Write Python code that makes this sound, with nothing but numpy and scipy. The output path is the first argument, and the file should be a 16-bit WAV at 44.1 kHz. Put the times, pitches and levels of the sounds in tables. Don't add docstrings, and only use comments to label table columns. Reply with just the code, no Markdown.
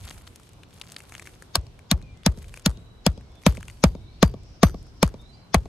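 import sys
import numpy as np
from scipy import signal
from scipy.fft import rfft, irfft, next_fast_len
from scipy.io import wavfile
from scipy.ndimage import map_coordinates

SR = 44100
rng = np.random.default_rng(int(sys.argv[2]) if len(sys.argv) > 2 else 0)


def volts_from_decibels(level):
    exponent = np.asarray(level, float) / 20
    return 10 ** exponent


def persist_wave(psi):
    counts = np.round(np.clip(psi, -1, 1) * 32767).astype(np.int16)
    wavfile.write(sys.argv[1], SR, np.atleast_2d(counts).T)


N = 250513


def rms_one(x):
    return x / np.sqrt(np.mean(x ** 2) + 1e-20)


def at_hz(points, hz, column=1):
    table = np.array(points)
    return np.interp(np.log(hz), np.log(table[:, 0]), table[:, column])


def add(track, s, sound):
    i = max(round(s * SR), 0)
    track[i:i + len(sound)] += sound[:N - i]


def drift(rate):
    knots = rng.standard_normal(800)
    return map_coordinates(knots, [np.arange(N) / SR * rate], order=3)


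def ring(x, hz, t60):
    r, w = volts_from_decibels(-60 / (t60 * SR)), 2 * np.pi * hz / SR
    return signal.lfilter([0, np.sin(w)], [1, -2 * r * np.cos(w), r * r], x + 1e-18)


def coloured(x, spectrum):
    size = next_fast_len(len(x) + 2048)
    hz = np.maximum(np.fft.rfftfreq(size, 1 / SR), 1)
    return irfft(rfft(x, size) * volts_from_decibels(at_hz(spectrum, hz)), size)[:len(x)]


def filtered(x, order, hz, kind="low"):
    return signal.sosfilt(signal.butter(order, hz, kind, fs=SR, output="sos"), x)


def swells(rows, rise, fall):
    s, length, level_db = np.transpose(rows)[:, :, None]
    t = np.arange(N) / SR
    ahead, after = np.maximum(s - t, 0), np.maximum(t - s - length, 0)
    return volts_from_decibels(np.max(level_db - rise * ahead - fall * after, axis=0))


# f/Hz, likeness [0..1]
LIKENESS = [(60, 0.98), (130, 0.84), (290, 0.71), (640, 0.46), (1400, 0.05), (6000, 0.046), (15000, 1)]


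def noise_bands(low_hz, count):
    edges = low_hz * 2 ** (np.arange(count + 1) / 2)
    white = rng.standard_normal((2, 2, N))
    for k, (low, high) in enumerate(zip(edges, edges[1:])):
        mid, side = filtered(white[k % 2], 2, [low, high], "band")
        hz = np.sqrt(low * high)
        alike = np.clip(at_hz(LIKENESS, hz), 0, 1)
        yield hz, np.sqrt(1 + alike) * mid + np.sqrt(1 - alike) * side * [[1], [-1]]


# f/Hz, level/dB
AIR = [(15, -43.5), (30, -25.5), (60, -0.5), (108, 0), (249, -9.5), (560, -15.5), (960, -19.5), (1840, -28),
       (3000, -26), (4200, -28.5), (7000, -37), (11900, -49.5), (16000, -62)]
# t/s, length/s, level/dB
WIND = [
    (0, 0.0099, -33.5),
    (.18, 0.026, -44),
    (.56, .04, -54),
    (1.09, 0.33, -55),
]


def air():
    hum = sum(volts_from_decibels(at_hz(AIR, hz) + 1.5 * drift(9)) * band for hz, band in noise_bands(24, count=19))
    wind = sum(volts_from_decibels(1.7 * drift(22)) * band for hz, band in noise_bands(24, count=4))
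    return volts_from_decibels(-51.5) * rms_one(hum) + swells(WIND, rise=153, fall=123) * rms_one(wind)


# t/s, length/s, level/dB
INSECTS = [
    (3.2, .1, -70),
    (3.5, .8, -76),
    (4.5, .5, -63),
    (5.2, .2, -74),
]


def insects():
    hiss = rng.standard_normal((2, N))
    for _ in range(2):
        hiss = ring(hiss, hz=5350, t60=.0016)
    return swells(INSECTS, rise=50, fall=50) * volts_from_decibels(2.5 * drift(25)) * rms_one(hiss)


# t/s, length/s, first f/Hz, held f/Hz, level/dB
BIRDS = [(2.72, 0.51, 3640, 3930, -60.5), (5.182, 0.29, 3570, 4083, -56.5), (2.028, 0.083, 2500, 2370, -60),
         (2.135, 0.073, 2060, 2070, -68), (3.195, 0.27, 2230, 2200, -70.5), (3.292, 0.25, 3370, 3510, -65),
         (3.682, 0.038, 4600, 4530, -60), (3.92, .26, 3630, 3710, -65), (4.002, 0.23, 3760, 4650, -66),
         (4.038, .16, 3810, 4120, -64.5), (4.08, .12, 4000, 4420, -64), (4.122, .09, 4500, 4900, -69),
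         (3.226, 0.041, 4420, 4400, -68), (3.99, 0.2, 2110, 2290, -68.5), (4.353, 0.063, 2220, 2370, -68),
         (5.222, 0.2, 2180, 2310, -68.5), (5.32, 0.041, 4600, 4740, -58), (2.801, 0.18, 3150, 3010, -70),
         (5.33, .18, 2950, 3060, -71)]


def birds():
    slide_hz_per_s, sag_db_per_s = 5000, 25
    woods_t60_s, woods_db = .4, -2
    out, t = np.zeros((2, N)), np.arange(N) / SR
    for s, length, first_hz, held_hz, level_db in BIRDS:
        fade = np.clip(np.minimum(t - s, s + length - t) / 0.0067, 0, 1)
        slide_s = .001 + abs(held_hz - first_hz) / slide_hz_per_s
        hz = np.interp(t, [s, s + slide_s], [first_hz, held_hz])
        phase = 2 * np.pi * np.cumsum(hz * (1 + .007 * drift(65))) / SR
        flutter_db = 4.5 * np.array([drift(50), drift(50)])
        level = fade * volts_from_decibels(level_db - sag_db_per_s * (t - s) + flutter_db)
        out += level * np.sin(phase + rng.uniform(0, 1.8, (2, 1)))
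    tail = rng.standard_normal((2, 8000)) * volts_from_decibels(-60 * t[:8000] / woods_t60_s)
    tail = tail / np.sqrt(np.sum(tail[0] ** 2))
    return .55 * out + volts_from_decibels(woods_db) * signal.fftconvolve(out, tail, axes=1)[:, :N]


# f/Hz, level/dB per Hz, t60/s
ATTIC = [(30.6, -6, 1.1), (59, -3, 0.94), (115, -3.5, 0.67), (215, -28.5, 1.09), (555, -12.5, 0.15),
         (1290, -4, 0.06), (5160, -11.5, 0.034)]


def attic():
    out, boom = 0, np.zeros(N)
    for s, *_, boom_db, ring_db in BLOWS:
        add(boom, s, volts_from_decibels([boom_db]))
    for hz, band in noise_bands(28.77, count=16):
        fall = volts_from_decibels(-60 / (at_hz(ATTIC, hz, column=2) * SR))
        swell = np.exp(-hz / (3.0 * SR))
        decay = signal.lfilter([1], [1, -fall], boom + 1e-18)
        shape = signal.lfilter([1 - swell], [1, -swell], decay)
        out = out + volts_from_decibels(at_hz(ATTIC, hz) + 12) * shape * band
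    return out


# f/Hz, level/dB per Hz
SCRAPE = [(1000, -20), (2300, 0), (4500, -6), (8800, 0), (13300, -6), (14200, -45)]


def scrape():
    hiss = np.array([coloured(white, SCRAPE) for white in rng.standard_normal((2, N))])
    return volts_from_decibels(0.5 + 3.0 * drift(30)) * swells(RUBBING, rise=113.5, fall=34.5) * rms_one(hiss)


# f/Hz, level/dB per Hz
GRIT = [(470, -57.5), (900, -4.5), (1420, 7), (2410, 12), (5110, 12.5), (8990, 12.5), (13100, -1),
        (15500, -32)]


def grains(per_s, spread_db, clump_db):
    sizes = volts_from_decibels(spread_db * np.minimum(rng.exponential(1, N), 4)) * rng.choice([-1, 1], N)
    clicks = sizes * (rng.random(N) < per_s * volts_from_decibels(clump_db * drift(110)) / SR)
    dealt = rng.integers(0, 10, N)
    out = 0
    for k, hz in enumerate(np.geomspace(1100, 11500, 10)):
        out = out + volts_from_decibels(at_hz(GRIT, hz)) * np.sqrt(hz) * ring(clicks * (dealt == k), hz, 4 / hz)
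    return rms_one(out)


# t/s, length/s, level/dB
RUBBING = [
    (.03, 0.075, -57.5),
    (.18, .1, -67),
    (.36, 0.14, -75.5),
    (.8, .17, -63),
    (1.13, .14, -61.5),
    (2.39, .18, -66),
    (3.5, .17, -64.5),
    (5.19, .03, -78),
    (5.6, .08, -76),
]


def rubbing():
    return volts_from_decibels(8) * swells(RUBBING, rise=113.5, fall=128) * grains(per_s=700, spread_db=5, clump_db=10)


def thrown_db(ring_db):
    usual_ring_db = -67
    return usual_ring_db + 14 + .45 * (ring_db - usual_ring_db)


LANDS_AFTER_S = [
    .033,
    .054,
]


def landings():
    rows = []
    for (s, *_, ring_db), c in zip(BLOWS, rng.standard_normal((len(BLOWS), 4))):
        for k, wait in enumerate(LANDS_AFTER_S):
            peak_db = thrown_db(ring_db) + 15 + 3 * c[2 + k]
            rows.append((s + wait * (1 + c[k] / 12), peak_db, 1300))
    return rows


# t/s, peak level/dB, f/Hz
SCUFFS = [(0.054, -39, 8400), (0.0716, -35.5, 1490), (0.1093, -24, 2640), (0.242, -48, 4700),
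          (0.2747, -31.5, 4760), (0.3588, -30, 10300), (0.398, -39.5, 1380), (0.4327, -40.5, 8600),
          (0.4914, -35.5, 9900), (0.5334, -40, 9600), (0.6335, -35, 3800), (0.729, -42, 4020),
          (0.7995, -47, 1510), (0.8137, -21.5, 4300), (0.856, -42, 1420), (0.8915, -43, 2480),
          (0.9196, -26, 9900), (0.9643, -20.5, 4450), (1.0036, -31.5, 2460), (1.037, -39, 1450),
          (1.096, -38, 1460), (1.122, -29.5, 2050), (1.151, -23.5, 2770), (1.1963, -25, 2200),
          (1.223, -31, 1740), (1.2557, -33, 2200), (1.272, -27, 2480), (1.3003, -50, 2450),
          (1.336, -43, 3980), (1.423, -28.5, 1760)]
# t/s, peak level/dB, f/Hz
SHUFFLES = [(1.5658, -25, 1200), (1.666, -42, 4060), (1.7915, -34, 2460), (2.0155, -41, 2480),
            (2.1733, -44, 7400), (2.234, -37, 3970), (2.4174, -53, 1500), (2.443, -39, 2520),
            (2.4824, -35, 8100), (2.5404, -26, 2460), (2.5736, -28.5, 2400), (2.596, -33, 8400),
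            (2.7026, -28.5, 1300), (3.21, -44, 2184), (3.4194, -42, 2860), (3.4355, -36, 2180),
            (3.551, -37, 1670), (3.571, -27, 2420), (3.6082, -34, 1380), (3.6287, -28, 2570),
            (3.682, -27.5, 2560), (3.6994, -31, 2560), (4.6874, -35, 1830), (4.6961, -28, 1360),
            (4.434, -45, 8000), (3.769, -54, 8500), (4.828, -40, 10800), (4.8677, -46, 1320),
            (5.0772, -27.5, 1320)]


def scuffs():
    out, rows = np.zeros((2, N)), SCUFFS + SHUFFLES + landings()
    noise, t = rng.standard_normal((len(rows), 600)), np.arange(600) / SR
    for (s, peak_db, hz), grain in zip(rows, noise):
        pan_db = 4.5 + 2.0 * grain[-1]
        crunch = grain * np.abs(grain) * np.exp(-t / .0018)
        blunt = ring(crunch, hz, 6 / hz)
        crunch = rms_one(blunt) + 0.77 * rms_one(coloured(crunch, GRIT))
        crunch *= volts_from_decibels(peak_db - 2) / np.abs(crunch).max()
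        add(out[0], s, crunch * volts_from_decibels(pan_db / 2))
        add(out[1], s, crunch * volts_from_decibels(-pan_db / 2))
    return out


# t/ms after the blow, f/Hz, level/dB
DECK_WAVE = [
    (0, 238, 1),
    (6, 197, 8.5),
    (11, 160, -1),
    (16, 172, -1),
    (21, 85, 7),
    (28, 72, 8.5),
    (43, 56, 1.5),
    (66, 46, -11),
    (110, 44, -47),
]
ZONES_MS = [
    15,
    21,
]


def deck_wave(thud_db, boom_db):
    ms = np.arange(round(.11 * SR)) / SR * 1000
    when, hz, level_db = np.transpose(DECK_WAVE)
    strength_db = np.interp(ms, ZONES_MS, [thud_db, boom_db])
    wave = np.sin(2 * np.pi * np.cumsum(np.interp(ms, when, hz)) / SR)
    return volts_from_decibels(np.interp(ms, when, level_db) + strength_db) * wave


# f/Hz, level/dB, t60/s
KNOCK = [
    (575, -2.5, 0.019),
    (648.4, 5.5, 0.023),
    (913, 0.5, 0.013),
    (1106, -0.5, 0.02),
    (1933, -7, 0.005),
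]


def knock(chance, tilt_db):
    push = np.zeros(2048)
    add(push, 0, [.6])
    add(push, .0024 * (1 + chance[0] / 10), [1.2])
    sound = 0
    for (hz, level_db, t60), c in zip(KNOCK, chance):
        mode_db = level_db + 1.2 * c + tilt_db * np.log2(hz / 700)
        sound = sound + volts_from_decibels(mode_db) * ring(push, hz * (1 + c / 40), t60)
    return sound / np.sqrt(np.mean(sound[:round(.006 * SR)] ** 2))


# f/Hz, level/dB
CRACK = [(300, -31), (800, -3.5), (2000, -5), (3000, -6.5), (4300, -1.5), (6500, -7.5), (10000, -12.5),
         (16000, -25)]


def crack(noise, nail_hz, nail_db):
    t = np.arange(len(noise)) / SR
    contact = np.exp(-(t / .0024) ** 2) + volts_from_decibels(-17) * np.exp(-t / .006)
    chatter = noise * np.minimum(t / .0003, 1) * contact
    nail = rms_one(ring(chatter, nail_hz, 0.019))
    sound = rms_one(coloured(chatter, CRACK)) + volts_from_decibels(nail_db) * nail
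    return sound / np.sqrt(np.mean(sound[:round(.004 * SR)] ** 2))


# knock level/dB, f/Hz
NAIL = [
    (-28, 4300),
    (-18.5, 4200),
    (-10, 1754),
]


def strike(grain, s, knock_db, lag_ms):
    firm = knock_db + 12
    nail_hz = np.interp(knock_db, *np.transpose(NAIL))
    crack_db, seating_db = -19.5 - 0.33 * firm, 2.5 + 0.49 * firm
    tilt_db = -2.5 + 7.5 * max(s - 3.9, 0)
    hollow = [(1100, 0), (2200, 0.94 * firm), (3520, 0)]
    hit = volts_from_decibels(crack_db + 4.5) * coloured(crack(grain, nail_hz, nail_db=-11.5), hollow)
    late = round((0.00039 + .5 * max(lag_ms, 0) / 1000) * SR)
    hit[late:] += volts_from_decibels(knock_db + seating_db) * knock(grain[-5:], tilt_db)[:len(hit) - late]
    return hit


# t/s, knock level/dB, thud level/dB, boom level/dB, hammer ring level/dB
BLOWS = [(1.555, -23.2, -35.1, -27.8, -82), (1.9137, -21.8, -18.1, -22.0, -78),
         (2.2625, -18.0, -15.1, -21.0, -80), (2.6605, -20.4, -16.5, -24.3, -70),
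         (3.0644, -15.8, -15.9, -23.8, -80.5), (3.4643, -13.0, -11.6, -19.0, -57.5),
         (3.8386, -12.3, -11.6, -18.5, -65), (4.228, -11.0, -10.8, -19.3, -58.5),
         (4.6317, -10.6, -10.0, -17.8, -51), (5.0287, -12.5, -14.9, -23.3, -65.5),
         (5.5443, -12.8, -17.8, -20.2, -77)]
# f/Hz, level/dB, t60/s
HAMMER = [
    (4690, -1, .22),
    (5978, -4, .2),
    (9507, -2, .13),
    (12200, -13, .3),
    (12512, 2, .12),
    (14870, -7, .12),
]


def blows():
    echo_s, wave_lag_s = .1115, .0019
    out, echo, steel, jumps = np.zeros((4, N))
    noise, t = rng.standard_normal((len(BLOWS), 2048)), np.arange(4000) / SR
    for (s, knock_db, thud_db, boom_db, ring_db), grain in zip(BLOWS, noise):
        lag_ms = -.1 * (knock_db + 12) - .12 * (thud_db + 12)
        hit = strike(grain, s, knock_db, lag_ms)
        wave = deck_wave(thud_db, boom_db)
        far = volts_from_decibels(-22.5 + 0.32 * (knock_db + 12))
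        add(out, s - .0003, hit)
        add(out, s + lag_ms / 1000 + wave_lag_s, wave)
        add(echo, s + echo_s, far * hit)
        add(echo, s + echo_s + wave_lag_s, far * wave)
        add(steel, s, volts_from_decibels([ring_db]))
        add(jumps, s, volts_from_decibels(thrown_db(ring_db)) * np.exp(-t / 0.033))
    for hz, level_db, t60 in HAMMER:
        out += volts_from_decibels(level_db + 14) * ring(steel * volts_from_decibels(rng.normal(0, 3, N)), hz, t60)
    thrown = jumps * grains(per_s=410, spread_db=-2.0, clump_db=4.0)
    out += volts_from_decibels(8.5) * filtered(thrown, 2, 9900)
    dull_echo = volts_from_decibels(-2.0) * filtered(echo, 1, [200, 600], "band")
    bright_echo = volts_from_decibels(-14.5) * filtered(echo, 2, [1500, 7000], "band")
    return out + dull_echo + bright_echo


# f/Hz, level/dB
PORT_DB = [(60, 3.0), (110, 2.5), (200, 1.0), (380, 1.5), (700, 2.5), (1290, 1.0), (2380, 0.5), (4400, 2.0),
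           (8120, 2.0), (15000, 0.0)]
# f/Hz, phase/rad
PORT_PHASE = [(0, 0), (1210, 0.1), (1550, -0.2), (1890, 0.5), (2930, -1.4), (3700, -0.9), (4130, -0.3),
              (4480, -0.5), (5940, -5.6), (7670, -5.6), (8870, -6.5), (12800, -6.7), (15500, -7.3),
              (16500, -6.6)]


def ports(near):
    size = next_fast_len(N)
    hz = np.maximum(np.fft.rfftfreq(size, 1 / SR), 1)
    half = volts_from_decibels(at_hz(PORT_DB, hz) / 2)
    turn = np.exp(1j * np.interp(hz, *np.transpose(PORT_PHASE)))
    delay = np.exp(-2j * np.pi * hz * .0007)
    echo = volts_from_decibels(-10.5) * delay * hz / (hz + 450)
    sides = np.array([half * turn * (1 - echo), (1 + echo) / half])
    return irfft(rfft(near, size) * sides, size)[:, :N]


def smear():
    start_db, db_per_ms, length = -23, 2.0, 1300
    rise, tones = np.zeros((2, N))
    ms_ahead = np.arange(length, 0, -1) / SR * 1000
    for (s, *_), hz in zip(BLOWS, rng.uniform(3300, 7200, (len(BLOWS), 5, 1))):
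        add(rise, s - length / SR, volts_from_decibels(start_db - db_per_ms * ms_ahead))
        lines = np.sin(2 * np.pi * hz * ms_ahead / 1000).sum(axis=0)
        add(tones, s - length / SR, volts_from_decibels(start_db - 10 - 0.99 * db_per_ms * ms_ahead) * lines)
    band = signal.cheby2(8, 40, [300, 7700], "band", fs=SR, output="sos")
    hiss = rise * signal.sosfilt(band, rng.standard_normal((2, N)))
    return (hiss + tones) * volts_from_decibels([[4.5], [-2.5]])


def scene():
    background = air() + insects() + birds() + attic()
    grit = scrape() + filtered(scuffs(), 6, 13800)
    near = blows() + filtered(rubbing(), 6, 13800)
    return background + grit + ports(near)


def band_limit(x):
    return signal.sosfilt(signal.butter(12, 16860, fs=SR, output="sos"), x)


def record(dry):
    rounded = dry / (1 + np.abs(dry / .93) ** 5) ** .2
    top_cut = signal.cheby2(10, 60, 17000, fs=SR, output="sos")
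    x = signal.sosfilt(top_cut, rounded + smear())
    x = filtered(x, 1, 30, "high")
    return band_limit(x)


dry = scene()
out = record(dry)
persist_wave(out)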